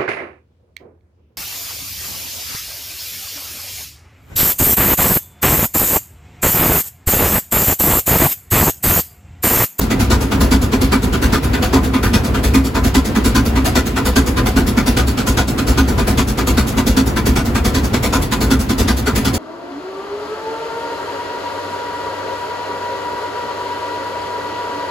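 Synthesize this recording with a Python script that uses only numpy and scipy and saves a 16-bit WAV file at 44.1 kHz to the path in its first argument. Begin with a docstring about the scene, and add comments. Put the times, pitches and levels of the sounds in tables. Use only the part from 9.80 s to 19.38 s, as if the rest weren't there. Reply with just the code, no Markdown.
"""A two-cylinder steam traction engine rolls along a track, heard from inside its cab.
From the start, filtered noise makes gears and wheels rumble while a little steam leaks.
In each crank turn four exhaust puffs of shaped noise hiss, bark up the chimney and make the cab boom;
twice a turn a heavy knock, led by a softer bump, shakes the frame as a set of fading sine tones.
The crank times all of these, and towards the end it speeds up."""
import sys
import numpy as np
from scipy import signal
from scipy.fft import rfft, irfft, next_fast_len
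from scipy.io import wavfile
from scipy.ndimage import uniform_filter1d, minimum_filter1d, map_coordinates

SR = 44100
rng = np.random.default_rng(int(sys.argv[2]) if len(sys.argv) > 2 else 0)


def wav_out(sig):
    """Save sig, one row per channel (or a flat mono array), as 16-bit PCM at SR to the path in sys.argv[1]."""
    wavfile.write(sys.argv[1], SR, np.round(np.clip(np.atleast_2d(sig).T, -1, 1) * 32767).astype(np.int16))


N = 422478  # length in samples

# How fast the crank turns. Each row: time in seconds, speed in crank turns per second.
CRANK_SPEED = [(0, 2.4401), (1.8, 2.4699), (5.6, 2.472), (7.3, 2.5501), (9.58, 2.7302)]
START_TURN = 0.02  # crank angle at the start, in turns
CRUISE_HZ, FAST_HZ = 2.48, 2.57  # crank turns per second at cruising pace and when running fast

# Tone of the gear and wheel rumble. Each row: frequency in Hz, relative level in dB per Hz.
RUMBLE_TONE = [(20, -25.5), (30, -24), (42, -5), (55, -1), (80, -4), (125, -7), (160, -12.5), (250, -8),
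               (320, -13.5), (450, -16.5), (600, -23), (1000, -25), (2000, -31.5), (4000, -48.5)]
# Plates and panels that the running gear keeps ringing. Each row: frequency in Hz, width in Hz, lift in dB.
PANEL_RINGS = [(64.2, 4.5, 5.5), (121.4, 7.2, 3), (265, 5.9, 4), (739, 16, 4), (985, 57, 1.5),
               (1365, 28, 5.5)]
# Tone of the steam leaking from the glands. Each row: frequency in Hz, relative level in dB per Hz.
LEAK_TONE = [(1000, -11.5), (2500, 15), (5000, 8), (8000, -19), (16000, -31)]
# Once a turn a piston gland lets out a wisp of steam.
# The one row: crank angle in turns, length in seconds, lift over the steady leak in dB.
GLAND_WISP = (0.71, 0.019, 4.1)

# The drive takes up its slack twice a turn, each knock led by a softer bump.
# Each row: crank angle in turns, level in dB.
KNOCK_ANGLES = [(.578, -8), (.831, -8.5), (.475, -19), (.73, -17.5)]
# Ringing of the frame and cab floor. 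Each row: frequency in Hz, time to fade by 60 dB in seconds,
# level in dB at the first knock of a turn, level in dB at the second.
FRAME_RINGS = [(42, 0.1, -17, -6), (58.1, 0.29, -2.5, -12), (64.6, 0.47, -13, -1.5), (88.6, 0.1, -4.5, -9),
               (114, 0.14, -29, -9)]
# Slow change in the force of the knocks. Each row: time in seconds, change in dB.
KNOCK_FORCE = [(0, .8), (1.4, -1.5), (2.9, 2), (4, -1.5), (5.2, .7), (6, -1.4), (7.6, 1.3), (8.3, -3),
               (9, -1), (9.5, -3.5)]
KNOCK_SCATTER_DB = 0.8  # random spread from knock to knock

# The four exhaust beats of a turn, the cylinders taking turns; at speed their timing and strength
# shift a little. Each row: crank angle in turns, turns earlier at speed, dB louder at speed,
# then the starting levels of hiss, bark and boom in dB.
STROKE_BEATS = [(.008, .021, -0.9, -26.5, -27, -22.5), (.265, .019, 1.06, -26, -19.1, -16),
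                (.493, 0, 0, -23.8, -21, -19), (.756, 0.0015, -1.06, -22.2, -17.5, -14)]
# No two beats are equally strong. The one row: random spread of hiss, bark and boom in dB.
BEAT_SCATTER = (.5, 0.43, 1.3)
# Slow swell of the hiss. Each row: time in seconds, dB for the two light beats of a turn,
# dB for the two heavy ones.
HISS_LEVEL = [(0, -.5, -0.5), (.65, -2, 1), (1.1, 0, -2.5), (1.9, -4, -1.5), (2.7, -0.7, -0.5),
              (3.1, -2, 0.4), (4.2, -0.3, 1.5), (4.75, 1, -1), (5.45, 1.5, 2), (5.95, -1.3, -1),
              (6.55, 1.5, .2), (7.1, 2.5, 0.7), (7.5, -1.5, 0), (8.5, 1.7, 0.5), (9.5, 1.8, 1)]
# Slow swell of the bark. Each row: time in seconds, change in dB.
BARK_LEVEL = [(0, 0), (2.3, 1.4), (3.1, -.2), (3.9, 0.6), (5.2, 1), (5.7, -1), (7.9, 0.2), (8.6, -1.3),
              (9.5, 0)]
# Slow swell of the boom. Each row: time in seconds, change in dB.
BOOM_LEVEL = [(0, 0), (.8, 2), (2.2, -1.5), (3.4, 2.5), (4.15, -3), (4.85, 2), (5.5, -2.5), (6.1, 1.8),
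              (7.2, 1), (8.1, -.5), (9.5, 0)]
# The four valve openings of one turn. Each row: opening time in seconds,
# blow-down time in seconds before stretching, level of the steam still leaking in dB.
VALVE_OPENINGS = [(0.014, 0.041, -15.5), (0.013, 0.039, -25), (0.013, 0.043, -9), (0.01, 0.041, -15.5)]
SHORTEN = 0.7  # a puff's blow-down time falls with this power of the crank speed

# Tone of the blast-pipe hiss. Each row: frequency in Hz, relative dB for the first cylinder, for the second.
HISS_TONE = [(1200, -21, -21), (2500, -7.5, -3), (3600, -1, -0.5), (5640, 2, 1.5), (7750, -0.5, -2),
             (10800, 0, -4), (14000, -2.5, -8), (16000, -5, -12)]
# Tone of the chimney bark. Each row: frequency in Hz, relative dB for the first cylinder, for the second.
BARK_TONE = [(253, -18.5, -16), (376, 3.5, 6.5), (560, -1, -2), (1000, -4.5, -0.5), (1700, -5, -3.5),
             (2580, -8, -6.5), (3980, -15, -14.5), (7000, -38, -32)]
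# The band in which each puff booms. Each row: frequency in Hz, relative level in dB per Hz.
BOOM_TONE = [(100, -35), (160, -8.5), (200, 2.5), (300, -1), (400, -4), (600, -30.5)]
# Chimney and cab resonances. Each row: frequency in Hz, width in Hz,
# lift in dB for the first cylinder, lift in dB for the second.
CHIMNEY_RINGS = [(434.6, 13.4, 9, 7), (500.6, 29, 10, 5), (665, 30, 6.5, 7), (740, 14.4, 10, 7.5),
                 (886, 50, 3, 3.5), (959, 39, 6, 6), (1017, 18, 11, 11), (1187, 60, 2, 4.5),
                 (1226, 31, 9, 7.5), (1272, 12, 5, 4), (1350, 26, 9.5, 9.5), (1464, 61, 9, 11.5),
                 (1596, 23, 5.5, 8.5), (1784, 12, 6.5, 2.5), (1993, 35, 5.5, 8.5), (2272, 71, 5, 5.5),
                 (2480, 25, 5, 8.5), (2774, 18, 9, 6.5), (3474, 350, 4.5, 5.5), (4234, 309, 3.5, 4.5),
                 (4626, 200, 4.5, 4.5)]
# Boom of the smokebox and cab. Each row: frequency in Hz, width in Hz,
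# lift in dB for the first cylinder, lift in dB for the second.
BOX_RINGS = [(203.4, 9.2, 6, 2.5), (231.7, 18.3, 10.5, 9.5), (266, 17.2, 11, 14.5)]

# How alike left and right are. Each row: frequency in Hz, likeness (1 is the most alike).
LEFT_RIGHT_LIKENESS = [(60, 1), (130, 0.91), (290, 0.94), (600, 0.23), (1400, 0.072), (3000, 0.14),
                       (5500, 0.18), (8000, 1), (15000, 0.88)]
# Balance of the two channels. Each row: frequency in Hz, left minus right in dB.
LEFT_RIGHT_BALANCE = [(60, 0.5), (130, -0.6), (270, -1.2), (400, 0), (600, 1), (1000, 2.1), (2000, 0),
                      (4500, 2.2), (8000, 0)]
# Phase difference between the channels, which grows through the treble.
# Each row: frequency in Hz, radians by which left leads.
LEFT_RIGHT_PHASE = [(20, 0), (7200, 0), (9050, -np.pi), (11100, -2 * np.pi), (13150, -3 * np.pi),
                    (15200, -4 * np.pi), (16500, -14.5)]
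TOP_HZ = 15900  # nothing is heard from here up


def amp(db):
    """Turn decibels into a gain."""
    return 10 ** (np.asarray(db) / 20)


def along(points, hz):
    """Read a curve of (Hz, value) points, with frequency on a log axis."""
    f, v = np.transpose(points)
    return np.interp(np.log(hz + 1), np.log(f), v)


def at_time(points, s):
    """Read a curve of (seconds, value) points."""
    return np.interp(s, *np.transpose(points))


def wobble(rate):
    """Draw a smooth random curve through `rate` random knots a second."""
    knots = rng.standard_normal(int(N * rate / SR) + 4)
    coarse = np.arange(0, N, 16)  # every 16th sample is smooth enough
    curve = map_coordinates(knots, [coarse * rate / SR])
    return np.interp(np.arange(N), coarse, curve)


def add(track, s, sound):
    """Mix a sound into a track at time s in seconds."""
    start = max(round(s * SR), 0)
    track[start:start + len(sound)] += sound[:max(N - start, 0)]


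def causal(gain):
    """Make the impulse response with this gain that rings only after the blow (minimum phase)."""
    cepstrum = irfft(np.log(np.maximum(gain, 1e-6)))
    half = len(cepstrum) // 2
    # fold the second half onto the first, so that nothing sounds early
    cepstrum[1:half] *= 2
    cepstrum[half + 1:] = 0
    return irfft(np.exp(rfft(cepstrum)))


def turbulence(jet, spectrum, resonances, size=8192):
    """Colour two noises into stereo: the direct part rings in resonances, the scattered part is smooth."""
    hz = np.fft.rfftfreq(size, 1 / SR)
    lift = sum(db * np.exp(-((hz - centre) / width) ** 2) for centre, width, db in resonances)
    # this angle shares the sound between middle and sides
    turn = np.arccos(np.clip(along(LEFT_RIGHT_LIKENESS, hz), 0, .995)) / 2
    colour = amp(along(spectrum, hz))
    direct = causal(colour * np.cos(turn) * amp(lift))
    scattered = causal(colour * np.sin(turn))
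    paths = np.array([direct, scattered])
    paths /= np.linalg.norm(paths)
    mid, side = signal.oaconvolve(jet, paths, axes=1)[:, :N]
    return np.array([mid + side, mid - side])


def speed_at(s):
    """Give the crank speed in turns per second at time s."""
    return at_time(CRANK_SPEED, s)


def hurry(s):
    """Tell how hard the engine is running: 0 at cruising pace, 1 when running fast."""
    return np.interp(speed_at(s), [CRUISE_HZ, FAST_HZ], [0, 1])


def crank_times(angle, advance=0):
    """Find when the crank passes an angle; at speed an event may come a little earlier."""
    t = np.arange(0, N, 32) / SR
    turned = np.cumsum(speed_at(t)) * t[1]  # adding up the speed gives the turns made
    turns = START_TURN + turned + advance * hurry(t)
    return np.interp(np.arange(angle, turns[-1], 1), turns, t)


def wisps():
    """Gain of the leak: it swells once a turn, as a piston gland lets out steam."""
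    angle, length, lift_db = GLAND_WISP
    t = np.arange(N) / SR
    swell = sum(np.exp(-np.minimum(np.abs(t - s) / length, 10) ** 2) for s in crank_times(angle))
    return amp(lift_db * swell)


def steam_leak():
    """Steam escaping from the glands is a thin, slowly wavering noise."""
    level = amp(-41.0 + 1.4 * wobble(2.98))
    jet = wisps() * level * rng.standard_normal((2, N))
    return turbulence(jet, LEAK_TONE, [])


def running_gear():
    """Gears and wheels rumble unevenly and keep the plates and panels ringing."""
    level = amp(-17.5 + 0.35 * wobble(3.16) + 1.47 * wobble(22))
    return turbulence(level * rng.standard_normal((2, N)), RUMBLE_TONE, PANEL_RINGS)


def knocks():
    """Each knock sets the heavy frame swinging briefly; the two of a turn land differently."""
    out, t = np.zeros(N), np.arange(SR // 2) / SR
    onset = 1 - np.exp(-t / 0.0021)
    for knock, (angle, db) in enumerate(KNOCK_ANGLES):
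        for s in crank_times(angle):
            blow_db = db + at_time(KNOCK_FORCE, s) + KNOCK_SCATTER_DB * rng.standard_normal()
            ring = np.zeros(len(t))
            for hz, t60, *levels in FRAME_RINGS:
                # each tone is also struck a little differently, with a spread of 1 dB
                tone_db = levels[knock % 2] + rng.standard_normal() - 60 * t / t60
                ring += amp(tone_db) * np.sin(2 * np.pi * hz * t)
            add(out, s, -amp(blow_db) * ring * onset)
    return out


def beats(stroke):
    """List one stroke's beat in every turn, as rows of (seconds, hiss dB, bark dB, boom dB)."""
    angle, advance, gain_db, *levels = STROKE_BEATS[stroke]
    s = crank_times(angle, advance)
    hiss_level = [(time, pair[stroke // 2]) for time, *pair in HISS_LEVEL]
    curves = (hiss_level, BARK_LEVEL, BOOM_LEVEL)
    swell = np.transpose([at_time(curve, s) + gain_db * hurry(s) for curve in curves])
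    scatter = rng.standard_normal(swell.shape) * BEAT_SCATTER
    return np.column_stack([s, levels + swell + scatter])


def fitting_echoes(scatter):
    """Short random echoes among the engine's fittings give every puff a colour of its own."""
    size = 400
    echoes = rng.standard_normal(size) * np.exp(-np.arange(size) / SR / .003)
    echoes *= scatter / np.linalg.norm(echoes)
    echoes[0] = 1  # the direct sound
    return echoes / np.linalg.norm(echoes)


def puffs(cylinder, strokes, lead, stretch, shape, trail, scatter):
    """One cylinder's puffs: the valve opens, the pressure blows down, a little steam trails after.

    lead (s) starts a puff early, stretch and shape set its blow-down, trail (s) its tail."""
    jet, t = np.zeros((2, N)), np.arange(SR // 6) / SR
    for (opening, blow_down, trail_db), rows in zip(VALVE_OPENINGS[cylinder::2], strokes[cylinder::2]):
        valve = 1 - np.exp(-(t / opening) ** 2)
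        tail = amp(trail_db) * np.exp(-t / trail)
        for s, db in rows:
            length = blow_down * stretch * (CRUISE_HZ / speed_at(s)) ** SHORTEN
            pressure = np.exp(-(t / length) ** shape) + tail
            for path in jet:
                steam = valve * pressure * rng.standard_normal(len(t))
                puff = signal.fftconvolve(steam, fitting_echoes(scatter))
                add(path, s - lead, amp(db) * puff)
    return jet


def for_cylinder(table, cylinder):
    """Pick one cylinder's column from a table whose last two columns are the two cylinders."""
    return [(*row[:-2], row[-2 + cylinder]) for row in table]


def exhaust():
    """Each puff hisses at the blast pipe, barks in the chimney and booms in the smokebox."""
    strokes = [beats(stroke) for stroke in range(len(STROKE_BEATS))]
    # each layer keeps the beat times and its own level column
    hisses, barks, booms = ([rows[:, [0, layer]] for rows in strokes] for layer in (1, 2, 3))
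    out = np.zeros((2, N))
    for cylinder in range(2):
        chimney = for_cylinder(CHIMNEY_RINGS, cylinder)
        box = for_cylinder(BOX_RINGS, cylinder)
        nozzle = for_cylinder(HISS_TONE, cylinder)
        throat = for_cylinder(BARK_TONE, cylinder)
        sputter = amp(1.02 * wobble(350) + 0.85 * wobble(70))  # the wet jet tears unevenly
        hiss = sputter * puffs(cylinder, hisses, lead=.005, stretch=1.175, shape=1.97, trail=0.044, scatter=0.57)
        bark = sputter * puffs(cylinder, barks, lead=.004, stretch=1.28, shape=2.1, trail=0.032, scatter=0.52)
        boom = puffs(cylinder, booms, lead=.005, stretch=1.2, shape=2.24, trail=0.033, scatter=0.058)
        out += amp(3.0) * turbulence(hiss, nozzle, chimney)
        out += amp(2.5) * turbulence(bark, throat, chimney)
        out += amp(3.5) * turbulence(boom, BOOM_TONE, box)
    return out


def scene():
    """The whole engine, heard from the footplate."""
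    return running_gear() + steam_leak() + knocks() + exhaust()


def record(dry, low_cut_hz=36):
    """Two channels with a low cut, a quick limiter on the loudest peaks and a band limit."""
    size = next_fast_len(N + SR // 2)
    hz = np.fft.rfftfreq(size, 1 / SR)
    # each channel takes half of the level difference and half of the phase difference
    phase = np.interp(hz, *np.transpose(LEFT_RIGHT_PHASE))
    left = amp(along(LEFT_RIGHT_BALANCE, hz) / 2) * np.exp(1j * phase / 2)
    low_cut = hz ** 4 / np.hypot(hz ** 4, low_cut_hz ** 4)
    channels = irfft(rfft(dry, size) * low_cut * np.array([left, 1 / left]), size)[:, :N]
    # the limiter turns both channels down together wherever a peak would pass .96
    needed = np.minimum(1, .96 / (np.abs(channels).max(axis=0) + 1e-9))
    gain = uniform_filter1d(minimum_filter1d(needed, size=101), size=101)
    return irfft(rfft(channels * gain, size) * (hz < TOP_HZ), size)[:, :N]


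dry = scene()
out = record(dry)
wav_out(out)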